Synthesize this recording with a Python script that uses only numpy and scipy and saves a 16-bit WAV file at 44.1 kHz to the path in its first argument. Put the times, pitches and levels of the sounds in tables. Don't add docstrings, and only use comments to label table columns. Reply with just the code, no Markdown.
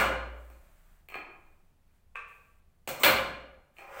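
import sys
import numpy as np
from scipy import signal
from scipy.fft import rfft, irfft
from scipy.io import wavfile

SR = 44100
rng = np.random.default_rng(int(sys.argv[2]) if len(sys.argv) > 2 else 0)


def transcribe(u):
    v = np.clip(np.atleast_2d(u).T, -1, 1)
    q = np.round(v * 32767).astype(np.int16)
    wavfile.write(sys.argv[1], SR, q)


N = 176400

# f_low/Hz, f_high/Hz
IMPACT_BANDS = [(90, 350), (350, 900), (900, 1900), (1900, 3100), (3100, 4700), (4700, 10000),
                (10000, 16000)]
# t/s, level/dB, 7 band gains/dB, rail ring/dB
FRAME_CLACKS = [(-.012, -11, -18.5, -6.5, -4.5, -7.5, -17, -19, -22.5, -23),
                (2.873, -24, -18, -8.5, -17, -9, -12.5, -11, -19, -6.5),
                (2.887, -24.5, -18, -13, -13, -22, -22.5, -12.5, -10.5, -7.5),
                (3.032, -7, -33, -9.5, -11, -4.5, -8.5, -15, -15.5, -16),
                (3.045, -13.5, -15.5, -13, -9, -2, -5.5, -13.5, -8, 0),
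                (3.060, -13, -14, -11.5, -3.5, -22, -17.5, -32, -20.5, 3)]
# t/s, level/dB, 7 band gains/dB
CATCH_CLICKS = [(.499, -58, -3, -9.5, -9, -8.5, -18, -6, -4),
                (1.085, -48.5, -33, -12, -21, 1.5, -16, -12, -5),
                (1.099, -49, -29, -12, -20, -2, -31, -12, -10),
                (1.1195, -47, -24, -8, -8, -2.5, -28, -26, -16),
                (1.141, -45, -16, -10, 1, 8.5, -16, -11.5, -35),
                (1.153, -39.5, -11, -5, -9.5, -19.5, -13, -29, -18),
                (1.876, -72.5, -31, -25, -24, -8, -13, -14, -5),
                (2.8735, -38, -14, -5, -22, -5, -8, -18, -19),
                (3.766, -61, -32, -11, -14, 5, -12, -14.5, -10.5),
                (3.783, -49, -34, -12, -20, 2, -24, -14, -18),
                (3.789, -54.5, -32, -2, -14.5, -3.5, -28, -14, -13.5),
                (3.818, -51, -18, -5.5, -22, -21, -22, -25, -26)]
TILE_TAP = [(2.149, -63, -31, -5.5, -6, -17, -25, -25, -30),
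            (2.1545, -48, -21.5, -11, 0, -7.5, -11, -8.5, -24)]
# f/Hz, level/dB, t60/s
FRAME_MODES = [(318, -12, 0.067), (523.4, -1.5, 0.08), (600.7, -10, 0.11), (650, -19.5, 0.02),
               (1057, -8.5, 0.27), (1143, 0, 0.031), (1461, 0, 0.098), (1550, -1, 0.048), (1719, -2.5, .08),
               (2019, -10, .06), (2416, 1.5, 0.048), (2813, -6, 0.026), (2936, -3.5, .06),
               (4184, 1.5, 0.18)]
RAIL_MODES = [(4237, -1, .5), (5087, -12, .1), (7850, -6, .12), (8333, -5, .12), (9878, -14, .2),
              (11650, -6, .15), (12200, 0, .3), (12655, -2, .28), (13260, -8, .28), (13650, -10, .2),
              (14510, -8, .2), (14770, -6, .2), (15070, -6, .2), (15490, -3, .22)]
CATCH_MODES = [(348, -11, 0.028), (752, -2, 0.011), (1098, -7, .025), (1254, -9.5, 0.054),
               (1437, -24.5, 0.25), (1634, -11.5, 0.044), (2432, -2, 0.05), (2440.6, -4.5, 0.089),
               (2590, -7.5, .015), (3050, -17, 0.029), (4225, -14, 0.18), (4333, -8.5, 0.036),
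               (8400, -10, .012)]
TILE_MODES = [(470, -13, 0.036), (1149, -9.5, 0.075), (1340, -15, 0.057), (1585, -12.5, 0.085),
              (1780, -16.5, 0.09), (2260, -0.5, 0.0075), (2345, -8, 0.089), (2530, 5, 0.018),
              (2703, -3, 0.0091), (2580, -20.5, .08), (4350, -24.5, 0.013)]
# t/s, level/dB
ROLL_ENVELOPE = [(3.79, -56), (3.83, -65), (3.9, -55.5), (4.0, -43)]
SCRAPE_ENVELOPE = [(2.995, -43), (3.005, -39.5), (3.024, -44.5)]
DRONE_ENVELOPE = [(0.5, -73), (0.594, -59.5), (1.002, -60.5), (1.08, -82.5)]
# t/s, level/dB
BOOM_ENVELOPES = [
    [(0.0, -44), (0.058, -40), (0.294, -43), (0.602, -54.5), (0.628, -72), (0.7, -63)],
    [(3.1, -56), (3.11, -73.5), (3.148, -48), (3.174, -49), (3.59, -65.5), (3.6, -72)],
]
RUSTLE_ENVELOPES = [
    [(0.2, -75), (0.334, -74), (0.408, -67.5), (0.96, -71), (1.07, -79.5)],
    [(1.3, -79), (1.468, -76.5), (1.714, -85), (1.744, -99), (1.8, -93)],
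    [(1.89, -94), (1.914, -88), (1.956, -77), (2.066, -99), (2.1, -99)],
    [(2.26, -98), (2.266, -87), (2.282, -68), (2.302, -68), (2.6, -80)],
    [(3.74, -79), (3.788, -62.5), (3.838, -68), (3.85, -78)],
]
# f/Hz, level/dB
ROLL_SPECTRUM = [(88, -41), (150, -19.5), (259, -32.5), (534, 1), (637, -16), (790, -0.5), (871, -6.5),
                 (1310, -7), (2450, -13), (3550, -27), (16000, -36)]
SCRAPE_SPECTRUM = [(88, -47.5), (150, -10), (702, -4.5), (854, -14), (1100, 6.5), (1830, -19), (2020, -2),
                   (4670, -24.5), (7770, -10.5), (9440, -25.5), (16000, -15.5)]
RUSTLE_SPECTRUM = [(290, -43.5), (500, -29), (613, 1.5), (740, -7), (1620, -5), (5310, -22.5), (8090, -15),
                   (11300, -21), (15100, -12.5), (16000, -18)]
ROOM_TONE_SPECTRUM = [(8.8, -31.5), (15, 2.5), (38, -16), (75, -10), (97, -22), (184, -21.5), (262, -32),
                      (430, -34.5), (770, -37), (840, -37), (2080, -44), (5440, -51), (16000, -51)]
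# f/Hz, t60/s
ROOM_DECAY = [(150, 0.8), (400, 0.91), (1040, 0.73), (2760, 0.64), (8500, 0.44), (15000, .3)]
# f/Hz, gain/dB
MIC_RESPONSE = [(150, 1), (3000, -2), (3500, -1), (4300, -6.5), (5500, -1), (7000, -1.5), (8200, 2.5),
                (10500, -6.5), (13000, 1.5), (15300, 9)]


def amp(db):
    return 10 ** (np.asarray(db) / 20)


def unit_energy(x):
    return x / np.linalg.norm(x)


def at_hz(table, hz):
    table_hz, values = np.transpose(table)
    return np.interp(np.log(hz + 1), np.log(table_hz + 1), values)


def envelope(points):
    t_s, db = np.transpose(points)
    return amp(np.interp(np.arange(N) / SR, [t_s[0] - .01, *t_s, t_s[-1] + .01], [-110, *db, -110]))


def coloured(x, spectrum):
    gain = amp(at_hz(spectrum, np.fft.rfftfreq(len(x), 1 / SR)))
    shaped = irfft(rfft(x) * gain, len(x))
    return shaped / np.sqrt(np.mean(shaped ** 2) + 1e-20)


def ring(modes):
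    t_s = np.arange(SR * 3 // 4) / SR
    return unit_energy(sum((-1) ** k * amp(db - 60 * t_s / t60_s) * np.sin(2 * np.pi * hz * t_s)
                           for k, (hz, db, t60_s) in enumerate(modes)))


def impacts(blows, modes, crack_s, ring_db, room_db, rail_room_db=-8):
    lead = round(.1 * SR)
    travel_s = .0013
    track = np.zeros(lead + N)
    t_s = np.arange(800) / SR
    filters = [signal.butter(3, edges_hz, "band", fs=SR, output="sos") for edges_hz in IMPACT_BANDS]
    pulses = [unit_energy(signal.sosfilt(sos, signal.unit_impulse(2048))) for sos in filters]
    body_ring, rail_ring = ring(modes), ring(RAIL_MODES)
    for onset_s, level_db, *gains_db in blows:
        force = sum((-1) ** k * amp(level_db + 16 + band_db) * pulse
                    for k, (band_db, pulse) in enumerate(zip(gains_db, pulses)))
        burst = unit_energy(rng.standard_normal(len(t_s)) * t_s * np.exp(-t_s / crack_s))
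        crack = signal.fftconvolve(force, burst)
        body = amp(ring_db) * signal.fftconvolve(force, body_ring)
        rail_gain = amp(gains_db[len(pulses):]).sum()
        rails = rail_gain * signal.fftconvolve(force, rail_ring)
        radiated = body + np.pad(force, (0, len(body) - len(force)))
        sound = signal.fftconvolve(amp(room_db) * radiated + amp(rail_room_db) * rails, room_echoes())
        sound[:len(body)] += body + rails
        sound[:len(crack)] += crack
        start = lead + round((onset_s + travel_s) * SR)
        slot = track[start:start + len(sound)]
        slot += sound[:len(slot)]
    return track[lead:]


def carriage(ticks_per_s=8900, ring_db=-18.5, room_db=5.5):
    tick_db = 5.4 * rng.exponential(1, N).clip(0, 4)
    struck = rng.random(N) < ticks_per_s / SR
    ticks = amp(tick_db) * struck * rng.choice([-1, 1], N)
    scrape = coloured(ticks, SCRAPE_SPECTRUM) * envelope(SCRAPE_ENVELOPE)
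    roll = coloured(ticks, ROLL_SPECTRUM) * envelope(ROLL_ENVELOPE)
    wheels = scrape + roll
    direct = wheels + signal.fftconvolve(wheels, amp(ring_db) * ring(FRAME_MODES))[:N]
    return direct + amp(room_db) * signal.fftconvolve(direct, room_echoes())[:N]


def boom(note_hz=58.3, drone_hz=30.2):
    rad_per_hz = 2 * np.pi * np.arange(N) / SR
    note = sum(map(envelope, BOOM_ENVELOPES)) * np.sin(note_hz * rad_per_hz)
    drone = envelope(DRONE_ENVELOPE) * np.sin(drone_hz * rad_per_hz)
    return np.sqrt(2) * (note + drone)


def sleeve_rustle():
    return coloured(rng.standard_normal(N), RUSTLE_SPECTRUM) * sum(map(envelope, RUSTLE_ENVELOPES))


def room_echoes(first_echo_s=.002, build_s=.008):
    hz, t_s, noise = signal.stft(rng.standard_normal(SR * 3 // 2), SR, nperseg=256)
    decay = amp(-60 * t_s / at_hz(ROOM_DECAY, hz)[:, None])
    tail = signal.istft(noise * decay, SR, nperseg=256)[1]
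    build = np.clip((np.arange(len(tail)) / SR - first_echo_s) / build_s, 0, 1)
    return unit_energy(tail * build)


def room_tone(rms_db=-63):
    return amp(rms_db) * coloured(rng.standard_normal(N), ROOM_TONE_SPECTRUM)


def mic_colour(x):
    hz = np.fft.rfftfreq(512, 1 / SR)
    power = amp(2 * at_hz(MIC_RESPONSE, hz))
    linear_phase = np.roll(irfft(power), 256)[1:]
    return signal.oaconvolve(x, signal.minimum_phase(linear_phase))[:N]


def scene():
    clacks = impacts(FRAME_CLACKS, FRAME_MODES, crack_s=.0023, ring_db=-9, room_db=3.68)
    clicks = impacts(CATCH_CLICKS, CATCH_MODES, crack_s=.00085, ring_db=3.1, room_db=1.1)
    tap = impacts(TILE_TAP, TILE_MODES, crack_s=.0005, ring_db=13, room_db=2)
    cutter = mic_colour(clacks + clicks + tap + carriage())
    return (cutter + sleeve_rustle() + boom() + room_tone())[None]


def record(dry):
    cutoff_hz = 15900
    lowpass = signal.firwin(511, cutoff_hz, window=("kaiser", 9), fs=SR)
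    return signal.oaconvolve(dry, lowpass[None], "same")


dry = scene()
out = record(dry)
transcribe(out)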